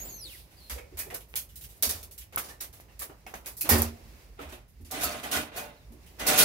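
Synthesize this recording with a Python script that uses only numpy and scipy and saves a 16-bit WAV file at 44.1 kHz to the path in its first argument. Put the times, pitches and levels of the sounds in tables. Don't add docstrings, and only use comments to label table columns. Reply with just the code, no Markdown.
import sys
import numpy as np
from scipy import signal
from scipy.fft import rfft, irfft, next_fast_len
from scipy.io import wavfile
from scipy.ndimage import uniform_filter1d

SR = 44100
rng = np.random.default_rng(int(sys.argv[2]) if len(sys.argv) > 2 else 0)


def unload_audio(sound):
    columns = np.transpose(np.atleast_2d(sound))
    steps = np.round(np.clip(columns, -1, 1) * 32767)
    wavfile.write(sys.argv[1], SR, steps.astype(np.int16))


def makeup_ratio(level_db):
    decades = np.asarray(level_db, float) / 20
    return 10 ** decades


N = 284312

TOP_HZ = 15780
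BLUR = .09


def unit(x):
    return x / np.sqrt(np.mean(x ** 2) + 1e-20)


def along(points, hz):
    f, v = np.transpose(points)
    return np.interp(np.log(hz + 1), np.log(f + 1), v)


def curves(rows, off=-120):
    s, *cols = np.transpose(rows)
    return [np.interp(np.arange(N) / SR, s, c, off, off) for c in cols]


def wobble(rate):
    knots = rng.standard_normal(int(N * rate / SR) + 2)
    return np.interp(np.arange(N) * rate / SR, np.arange(len(knots)), knots)


def modes(table, f):
    total = 0
    for k, (c, w, db) in enumerate(table):
        total = total + (-1) ** k * makeup_ratio(db) * 1j * f * w / (c * c - f * f + 1j * f * w)
    return total


def causal(db):
    c = irfft(db * np.log(10) / 20)
    c[1:len(c) // 2] *= 2
    c[len(c) // 2 + 1:] = 0
    return np.exp(rfft(c))


def spread(pair, response):
    # frequency in Hz, left-right likeness (1 is mono).
    alike = [(60, 1), (150, 0.75), (300, 0.83), (640, 0.66), (1400, 0.048), (16000, 0)]
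    m = next_fast_len(pair.shape[1] + 2048, True)
    hz = np.fft.rfftfreq(m, 1 / SR)
    turn = np.arccos(np.clip(along(alike, hz), -1, 1)) / 2
    spectrum = rfft(pair, m) * response(hz) * [np.cos(turn), np.sin(turn)]
    mid, side = irfft(spectrum, m)[:, :pair.shape[1]]
    return np.array([mid + side, mid - side])


def noise(depth_db=0, rate=300):
    return rng.standard_normal((2, N)) * makeup_ratio(depth_db * wobble(rate))


def air():
    # time in seconds,
    # gain in dB.
    background_gain = [(0, 9.5), (.07, 7.5), (.2, 0.5), (.77, -1.5), (.95, 2.5), (1.3, -1), (1.6, -2), (1.94, 1),
                       (2.26, -2), (3.01, -1), (3.57, -3), (3.82, 22), (3.93, 6.5), (4.24, 3.5), (4.6, -5),
                       (4.87, -3.5), (5.7, -1.5), (6.03, 2), (6.45, 5)]
    # frequency in Hz, level in dB per Hz.
    quiet = [(20, -61), (35, -10.5), (52, 2.5), (85, -10), (175, -12.5), (400, -11.5), (1000, -19),
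             (1550, -27.5), (2100, -28.5), (2750, -34), (3300, -37.5), (5000, -36), (8000, -41.5),
             (15000, -38.5)]
    # pitch in Hz, width in Hz, level in dB.
    hum = [(2670, 56, -8)]
    background_db = curves(background_gain, off=0)[0]

    def band(lo_hz, hi_hz):
        return lambda f: makeup_ratio(along(quiet, f)) * f ** 4 / (f ** 4 + lo_hz ** 4) / (1 + (f / hi_hz) ** 4)

    rumble = unit(spread(noise(), band(24.0, 161.0)))
    murmur = unit(spread(noise(), band(147.0, 1700.0)))
    hiss = unit(spread(noise(), lambda f: band(1670.0, 23000.0)(f) * (1 + modes(hum, f))))
    early_db = 3 * np.clip(1 - np.arange(N) / SR / 0.55, 0, 1) ** .5
    rumble_db = -52 + 0.33 * background_db + 2.4 * wobble(17)
    murmur_db = -65 + background_db + early_db + 2 * wobble(11)
    hiss_db = -64 + 1.2 * background_db + 1.6 * wobble(20.86)
    return makeup_ratio(rumble_db) * rumble + makeup_ratio(murmur_db) * murmur + makeup_ratio(hiss_db) * hiss


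def hinge():
    # time in seconds, pitch in Hz, level in dB.
    squeak = [(0, 6390, -46), (.04, 7000, -50), (.06, 7650, -51), (.11, 6530, -52.5), (.17, 6240, -52),
              (.2, 5760, -52.5), (.25, 4390, -46.5), (.3, 3066, -58.5), (.36, 1715, -59.5)]
    # start in seconds, length in seconds, first and last pitch in Hz, peak in dB.
    chirps = [
        (0.08, .15, 4750, 4140, -62),
        (.57, .12, 4750, 4120, -61),
        (5.74, .11, 5000, 3570, -74),
    ]
    # time in seconds, level in dB.
    hiss_curve = [(0, -84), (.06, -54.5), (.12, -59), (.18, -84), (.24, -58), (.32, -48.5), (.4, -54), (.5, -73),
                  (.6, -61.5), (.7, -58.5)]
    hz, level_db = curves(squeak)
    slow = np.clip(1 - np.abs(hz) / 6000, 0, 1)
    fuzz = .019 + .05 * slow
    turns = 2 * np.pi * np.cumsum(np.abs(hz) * (1 + fuzz * wobble(500))) / SR
    overtones = np.sin(2 * turns)
    for k in (3, 4, 5):
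        overtones = overtones + makeup_ratio(-2.5 * k + 3) * np.sin(k * turns) * (k * hz < TOP_HZ) * (hz > 0)
    over_db = level_db + 2 + 19 * np.log2(np.abs(hz) / 6300)
    tone = makeup_ratio(level_db) * np.sin(turns) + makeup_ratio(over_db) * overtones
    for s, length, first_hz, last_hz, db in chirps:
        glide = []
        for u, edge_db in [(0, 2.5), (.4, 0), (1, 5)]:
            glide.append((s + u * length, first_hz + u ** 0.34 * (last_hz - first_hz), db - edge_db))
        hz, level_db = curves(glide)
        turns = 2 * np.pi * np.cumsum(np.abs(hz) * (1 + .028 * wobble(1200))) / SR
        tone = tone + makeup_ratio(level_db) * np.sin(turns)
    t = np.arange(SR // 5) / SR
    tail = rng.standard_normal((2, len(t))) * makeup_ratio(-60 * t / .07)
    wet = signal.fftconvolve(tone[None], tail / np.linalg.norm(tail[0]), axes=1)[:, :N]
    tilt = [(900, -24), (2500, -4.5), (4500, -2.5), (7000, -11.5), (11000, -1.0), (15000, -5.5)]  # (Hz, dB)
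    hiss = unit(spread(noise(0.46, 42.0), lambda f: makeup_ratio(along(tilt, f))))
    return makeup_ratio(1) * tone * makeup_ratio(1.9 * wobble(60)) + makeup_ratio(5) * wet + makeup_ratio(curves(hiss_curve)[0] + 3) * hiss


def knocks():
    # start in seconds, peak in dB, main mode in Hz, second mode in Hz, t60 in seconds.
    thuds = [(.25, -56.5, 330, 523, 0.24), (.76, -47.5, 496, 554, 0.4), (0.779, -53, 2205, 2450, 0.33),
             (0.924, -49, 357, 444, 0.095), (0.997, -47, 2450, 1700, 0.25), (1.067, -48.5, 448, 631, 0.31),
             (1.125, -42, 633, 497, 0.19), (1.14, -43, 660, 1040, 0.032), (1.344, -51, 507, 876, 0.05),
             (2.376, -27, 1180, 2250, 0.016), (2.38, -46, 1180, 1650, 0.25),
             (2.499, -53.5, 1800, 950, 0.24), (2.604, -41.5, 5730, 4230, 0.028),
             (3.015, -38, 1180, 1523, 0.043), (3.096, -41, 395.3, 1106, 0.021),
             (3.2647, -40, 772.6, 2150, 0.038), (3.268, -47.5, 2580, 1510, 0.076),
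             (3.339, -37.5, 770, 1610, 0.043), (3.343, -50.5, 2310, 1160, 0.071),
             (2.377, -40, 2700, 3300, 0.044), (3.72, -33.5, 176, 125, 0.19),
             (2.885, -63.5, 2730, 1895, 0.28), (5.58, -46, 674, 748, 0.28), (3.61, -43.5, 2520, 4400, 0.18),
             (3.64, -43, 308, 690, 0.14), (3.6913, -25.5, 835, 1424, 0.047), (3.709, -29, 1893, 4800, 0.26),
             (3.74, -39, 2090, 1300, .15), (3.735, -33, 367.3, 294.5, 0.37), (3.71, -33.5, 425, 454, 0.16),
             (4.391, -38, 494, 1267, 0.052), (4.8, -59, 283, 348, 0.88), (5.92, -57.5, 279.5, 348, 0.35),
             (4.973, -45, 280, 327, 0.21)]
    # delay in seconds, level in dB.
    walls = [(.0031, -2), (.0052, -9.5), (.0088, -10.5), (.0131, -4.5), (.0187, -9), (.026, -9)]
    out, t = np.zeros(N + SR), np.arange(SR // 4) / SR
    for s, db, low_hz, high_hz, t60 in thuds:
        steps = np.cumsum(rng.standard_normal((2, len(t))), axis=1)
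        drift = steps * BLUR * np.sqrt([[low_hz / 1000], [high_hz / 1000]])
        ring = np.sin(2 * np.pi * low_hz * t + drift[0])
        ring = ring + makeup_ratio(-3) * np.sin(2 * np.pi * high_hz * t + drift[1])
        out[round(s * SR):][:len(t)] += makeup_ratio(db - 60 * t / t60) * ring

    def late(s):
        return np.roll(out, round(s * SR))[:N]

    sides = []
    for lag, stretch in [(0.0, 0.87), (0.0006, 0.93)]:
        side = late(lag)
        for k, (s, db) in enumerate(walls):
            side = side + (-1) ** k * makeup_ratio(db) * late(s * stretch)
        sides.append(side)
    return np.array(sides)


def clacks():
    # start in seconds, treble peak in dB, weight of the blow in dB, tail in seconds.
    lid = [
        (0.5095, -51, -6, 0.13),
        (0.6975, -26.5, -9.5, 0.1),
        (0.7803, -40.5, -0.5, 0.026),
        (0.923, -77, 3, .09),
        (1.1021, -38, -1.5, 0.05),
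        (1.344, -62, 11, 0.13),
    ]
    tongs = [(0.9714, -30, -12.5, 0.2), (0.9903, -22, -19, 0.044), (1.2856, -52, -39, 0.18),
             (2.608, -24, -16, 0.042), (2.6346, -35, -12.5, 0.051), (2.7277, -42, -11.5, 0.18),
             (2.803, -42, -10.5, 0.019), (2.8836, -68, 8, 0.037), (2.9929, -27.5, -18, 0.066),
             (3.0199, -27, -12, 0.042), (3.0942, -65, 14, 0.048), (3.265, -42.5, -2.5, 0.11),
             (3.3391, -36.5, -4.5, 0.063), (3.446, -53, 2.5, 0.031), (3.4596, -27, -13.5, 0.07)]
    tips = [
        (1.142, -25.5, -12, 0.041),
        (2.3766, -21, -10.5, 0.048),
        (3.568, -32, -25, 0.1),
        (3.6095, -17.5, -25.5, 0.035),
        (3.6918, -8.5, -10, 0.08),
        (3.696, -18, -51, .03),
    ]
    grazes = [(1.205, -41, -15, 0.046), (1.32, -53, -18, 0.045), (1.49, -46.5, -18, 0.13),
              (1.764, -48.5, -30, 0.035), (4.681, -55.5, -23, 0.11), (1.3563, -18.5, -22.5, 0.059),
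              (4.81, -53, -25, .04), (5.92, -49.5, -16, 0.055), (1.5566, -34.5, -26.5, 0.067),
              (1.6107, -36, -23, 0.074), (1.639, -34, -18, 0.03), (1.689, -43.5, -20, 0.31),
              (2.0293, -33.5, -22, 0.033), (2.111, -37, -26, 0.051), (2.1787, -32.5, -22.5, 0.057),
              (2.21, -40, -12.5, 0.045), (6.062, -47, -12.5, 0.15)]
    table = [
        (1.8254, -11.5, -18.5, 0.068),
        (1.8912, -17, -18, 0.044),
        (1.9193, -30, -14.5, 0.32),
        (2.3244, -44, -3.5, 0.28),
        (2.439, -35, -10.5, 0.09),
        (2.487, -36, -10.5, 0.064),
        (3.6477, -31.5, -6, 0.14),
        (3.7191, -20.5, -3.5, 0.12),
        (3.78, -18, -41, 0.024),
        (3.8185, -20.5, -37, 0.037),
    ]
    wires = [(4.391, -54, 9, 0.052), (4.412, -42.5, -2.5, 0.12), (4.49, -42.5, -7, .06),
             (4.5235, -40, -6, 0.072), (4.848, -43.5, -15, 0.15), (4.911, -24, -23, 0.041),
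             (5.0102, -24.5, -17, 0.04), (5.034, -15, -41, 0.028), (5.2366, -31, -9, 0.042),
             (5.314, -19.5, -12, 0.18), (5.562, -28.5, -27, 0.12), (6.191, -36, -15, 0.03),
             (6.1961, -27.5, -6.5, 0.07), (6.264, -23, -31, .03), (6.2676, -11, -26, 0.054),
             (6.377, -11, -24, 0.05), (6.384, -7, -19, 0.12)]
    presence_db = (-2.3, -1.6, -5.5, 8, -0.5, 2)
    # frequency in Hz, level in dB.
    sheen = [(4000, -2.5), (6000, 0), (8300, 0), (10000, 4), (13000, 7.5), (14300, 2.5), (15600, 4.5)]
    objects = [(lid, -1.7, -2.5), (tongs, 1.7, -0.38), (tips, 0, 0),
               (grazes, -23, -1.2), (table, 5.1, -3.7), (wires, 1.9, -3.5)]
    low_t60, high_t60 = 0.8, 0.49
    out, t = np.zeros((2, N + SR)), np.arange(9000) / SR
    rise = 1 - 0.9 * np.exp(-t / 0.0068)
    tick = 0.72 * makeup_ratio(-60 * t / 0.0074) + 0.35 * (1 - np.exp(-t / 0.0017)) * makeup_ratio(-60 * t / 0.041)

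    def strike(db, weight_db, tail, lows_db, lean_db, near_db):
        low_db, lean_db = lows_db + 1.39 * weight_db, lean_db - 0.153 * weight_db
        closing = -9 * (t / np.clip(tail, .015, .3)) ** 1.3 - 30 * (t / t[-1]) ** 9
        grains = np.repeat(rng.standard_normal(size=len(t) // 25), 25)
        sparse = makeup_ratio(1.44 * np.exp(-t / 0.037) * grains)
        dull = rng.standard_normal((2, len(t))) * makeup_ratio(-60 * t / low_t60 + 0.49 * closing)
        dull = dull * (1 - np.exp(-t / 0.0051))
        echoes = makeup_ratio(-60 * t / high_t60 + closing) * rise
        bright = rng.standard_normal((2, len(t))) * (echoes + tick) * sparse
        body = [(90, low_db - 6), (200, low_db + 13.0), (600, low_db + 16.5), (1300, low_db + 12.0),
                (2200, low_db - 6.0)]
        edge = [(700, weight_db - 0.5), (1900, weight_db + 18.0), (2900, weight_db + near_db + 16.0),
                (4300, 2.5 - lean_db), (15000, -2.5 + lean_db)]
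        crowd_db = 2.2 * rng.standard_normal(size=160)
        crowd_hz = np.linspace(0, SR / 2, len(crowd_db))

        def shine(f):
            return causal(along(edge, f) + along(sheen, f) + np.interp(f, crowd_hz, crowd_db))

        return makeup_ratio(db - 8) * (spread(dull, lambda f: makeup_ratio(along(body, f))) + spread(bright, shine))

    for (rows, lows_db, lean_db), near_db in zip(objects, presence_db):
        for s, db, weight_db, tail in rows:
            blow = strike(db, weight_db, tail, lows_db, lean_db, near_db)
            out[:, round(s * SR):][:, :len(t)] += blow
    return out[:, :N]


def booms():
    # start in seconds, peak in dB, pitch in Hz, panel mode in dB over the low, t60 in seconds.
    swells = [(0.713, -28.5, 59.2, -28.5, 0.36), (0.936, -38.5, 74, -29, 0.27),
              (1.098, -31, 59.6, -35, 0.11), (1.863, -32, 70, -8.5, 0.26), (1.935, -44.5, 77.4, -29, 1),
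              (2.18, -42.5, 56, -38, 0.47), (3.708, -19, 78.4, -4, 0.82), (4.451, -36, 68.4, -14, 0.23),
              (4.526, -41, 58.7, -23, 0.22), (4.797, -40, 78.3, -10.5, 0.43), (5.043, -38, 70.4, -29, 0.43),
              (5.35, -37, 75.6, -1.5, 0.46), (5.901, -49, 88, 5, 0.22)]
    out, t = np.zeros(N + SR), np.arange(SR // 2) / SR
    panel = np.sin(2 * np.pi * 232.3 * t)
    for s, db, hz, panel_db, t60 in swells:
        shape = (1 - np.exp(-(t / 0.0068) ** 2)) * makeup_ratio(-60 * t / t60 - 7.7 * (t / 0.23) ** 3)
        low = np.sin(2 * np.pi * hz * t) + .5 * np.sin(2 * np.pi * 1.19 * hz * t + 3.1)
        out[round(s * SR):][:len(t)] += makeup_ratio(db - 0.5) * shape * (low + makeup_ratio(panel_db) * panel)
    return out[:N]


def snaps():
    # start in seconds, peak in dB, pitch in Hz, cycles to fade by 60 dB.
    cracks = [(1.8244, -16, 11300, 170), (1.825, -12, 15000, 66), (1.8333, -12, 11400, 67),
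              (1.835, -19, 6600, 25), (1.852, -28, 9500, 24), (1.8918, -28, 14000, 60),
              (1.894, -23, 10000, 46), (1.91, -15, 11200, 60), (1.3578, -31, 12700, 40),
              (1.363, -26, 3700, 17), (1.34, -26, 2500, 9.3), (5.2, -30, 3070, 12), (5.5698, -38, 2450, 12),
              (6.3, -15, 8500, 20), (6.398, -13, 9300, 27), (6.409, -18, 4000, 9.2),
              (2.3736, -18, 1320, 8.2), (2.36, -15, 12200, 160), (2.8, -42, 2100, 12),
              (3.268, -39, 780, 5.7), (3.3387, -30, 900, 4.2), (3.27, -36, 1100, 2.9),
              (3.3428, -35, 6400, 53), (2.609, -28, 12500, 25), (2.6125, -29, 6000, 12),
              (2.9936, -31, 12000, 40), (3.0225, -23, 11000, 34), (1.1465, -23, 13500, 43),
              (3.6108, -28, 12450, 25), (3.612, -18, 12000, 25), (3.616, -12, 13000, 32),
              (3.6907, -13, 1160, 3.7), (3.692, -6, 14700, 40), (3.82, -4, 13000, 50), (3.7, -9, 15000, 40),
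              (3.4608, -28, 10000, 30), (2.1112, -40, 12000, 29.3), (1, -37, 14000, 30),
              (3.6095, -23, 15000, 30), (2.8, -35, 770, 2.6), (1.147, -24, 11600, 60),
              (3.2658, -37, 5700, 15), (3.3407, -27, 1700, 8.9), (2.3765, -21, 2000, 6.8)]
    out, t = np.zeros(N + SR), np.arange(SR // 50) / SR
    for s, db, hz, cycles in cracks:
        out[round(s * SR):][:len(t)] -= makeup_ratio(db + 1.5 - 60 * t * hz / cycles) * np.sin(2 * np.pi * hz * t)
    return out[:N]


def rings():
    # start in seconds, peak in dB, pitch in Hz, second wire in Hz, t60 in seconds.
    notes_sung = [(4.402, -41.5, 288, 654, 0.3), (4.52, -42, 362, 239, 0.19), (4.915, -36, 761, 1200, 0.28),
                  (4.935, -39.5, 2020, 2990, 0.55), (4.96, -49, 2530, 6340, .3),
                  (5.02, -33.5, 711, 11000, 0.24), (5.038, -31.5, 1278, 4430, 0.28),
                  (5.12, -47, 672, 1203, 1), (5.234, -27, 2034, 3170, 0.086), (5.25, -30.5, 840, 604, 0.11),
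                  (5.335, -25, 1438, 3125, 0.2), (5.321, -32, 1507, 1234, 0.3), (5.38, -40, 303, 602, 0.36),
                  (5.565, -40, 735, 1553, 0.39), (5.575, -37, 2450, 6170, 0.2),
                  (6.2, -35, 2020, 6200, 0.27), (6.275, -34, 598, 5350, 0.27), (6.294, -31, 6100, 1980, .1),
                  (6.33, -31, 755, 1472, 0.21), (6.382, -26, 6000, 6176, 0.19),
                  (6.39, -25, 1467, 9100, 0.36), (6.404, -28, 609, 237, .4), (3.92, -53, 692, 520, 0.53),
                  (5.93, -67, 607, 448, 0.37), (6.03, -64, 743, 996, .3), (5.62, -42.5, 596, 874, 0.46)]
    out, t = np.zeros((2, N + SR)), np.arange(SR // 3) / SR
    swell = 1 - np.exp(-(t / 0.0085) ** 2)
    for s, db, low_hz, high_hz, t60 in notes_sung:
        hz = np.array([[low_hz], [high_hz]])
        drift = BLUR * np.sqrt(hz / 2000) * np.cumsum(rng.standard_normal((2, len(t))), axis=1)
        turns = 2 * np.pi * hz * t + drift
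        apart = rng.uniform(-1, 1, (2, 1)) * np.clip(hz / 1000, 0, 1.5)
        shape = makeup_ratio(db - 60 * t / t60) * swell * makeup_ratio([[0], [-5]])
        pair = [(shape * np.sin(turns + side * apart)).sum(0) for side in (-1, 1)]
        out[:, round(s * SR):][:, :len(t)] += pair
    return out[:, :N]


def patchy(x, depth_db):
    z = signal.stft(x, nperseg=256)[2]
    field = uniform_filter1d(rng.standard_normal(z.shape[1:]), size=4, axis=0)
    field = uniform_filter1d(field, size=5, axis=1)
    return unit(signal.istft(z * makeup_ratio(depth_db * unit(field)), nperseg=256)[1][:, :N])


def basket():
    # pitch in Hz, width in Hz, level in dB.
    resonances = [(271, 33, -7.5), (454, 6, 5.5), (603.7, 19.5, -1.5), (687, 9.1, 6), (753.5, 19, -1.5),
                  (1063, 11, 2.5), (1184, 4.7, -3), (1465, 17, 4.5), (1460, 15, -12), (2020, 6, 5),
                  (2450, 23, -5.5), (2582, 9.6, 0.5), (2745, 8.1, -1.5), (3250, 20, -1), (3683, 19, -3),
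                  (5660, 20, -6), (5950, 11, -4), (6160, 16, 1.5), (9184, 22, -11), (9200, 16, 7),
                  (10530, 16, -2), (12900, 31, -17)]
    # frequency in Hz, level in dB per Hz.
    scrape = [(100, -4.5), (200, -1.5), (500, -3.5), (1000, -3.5), (2000, -3.5), (4000, -2), (9000, -5),
              (16000, -7)]
    # start in seconds, rise in seconds, body peak in dB, grit over body in dB, fall in dB per second.
    pulls = [(4.378, 0.027, -47.5, -17, 79), (4.5, 0.026, -52.5, -1, 168), (4.904, 0.043, -40, -1.5, 19),
             (4.96, 0.071, -36, 1.5, 39), (5.222, 0.013, -41.5, -3.5, 28), (5.307, 0.024, -37, 4, 111),
             (5.33, 0.037, -32, 1.5, 167), (5.518, 0.065, -39, -3.5, 113), (6.187, 0.028, -37, -13, 22),
             (6.25, 0.039, -27.5, 2.5, 30), (6.36, 0.04, -28, 6.5, 40)]

    def ringing(f):
        return makeup_ratio(along(scrape, f)) * (0.5 + 1.49 * modes(resonances, f))

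    grit = unit(spread(noise(1.6, 500), lambda f: ringing(f) * f ** 4 / (f ** 4 + 1000.0 ** 4)))
    frame = unit(spread(noise(1.07, 90), lambda f: ringing(f) / (1 + (f / 3200) ** 4)))
    power, t = np.zeros((2, N + SR)), np.arange(SR // 2) / SR
    for s, rise, db, grit_db, fall in pulls:
        start = round(s * SR)
        after = np.clip(t - rise, 0, None)
        shape_db = -13.5 * np.clip(1 - t / rise, 0, 1) - fall * after - 100 * after ** 2
        levels_db = [db + grit_db + 1.78 * shape_db, db + shape_db]
        power[:, start:][:, :len(t)] += makeup_ratio(levels_db) ** 2
        power[1, start:][:len(t)] += makeup_ratio(db - 19 - 60 * after / 0.9) ** 2 * (t > rise)
    treble, body = np.sqrt(power[:, :N])
    return makeup_ratio(2.5) * treble * patchy(grit, depth_db=2.5) + makeup_ratio(1.0) * body * patchy(frame, depth_db=-0.5)


def scene():
    mix = air() + hinge() + knocks() + clacks() + booms() + snaps() + rings() + basket()
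    left, right = mix * makeup_ratio([[-1.2], [1.2]])
    hz = np.fft.rfftfreq(N, 1 / SR)
    left = irfft(rfft(left) * makeup_ratio(-1.5 / (1 + (11000 / (hz + 1)) ** 6)), N)
    lag = round(.0002 * SR)
    return np.array([np.pad(left, (lag, 0))[:N], right])


def roll_off(x):
    return signal.sosfilt(signal.butter(12, 17040, fs=SR, output="sos"), x)


def record(dry):
    m = next_fast_len(N + SR // 4, True)
    hz = np.fft.rfftfreq(m, 1 / SR)
    low_cut = hz ** 2 / (hz ** 2 + 32.3 ** 2)
    top_cut = 1 / (1 + (hz / TOP_HZ) ** 260)
    mix = irfft(rfft(dry, m) * low_cut * top_cut, m)[:, :N]
    return roll_off(mix)


dry = scene()
out = record(dry)
unload_audio(out)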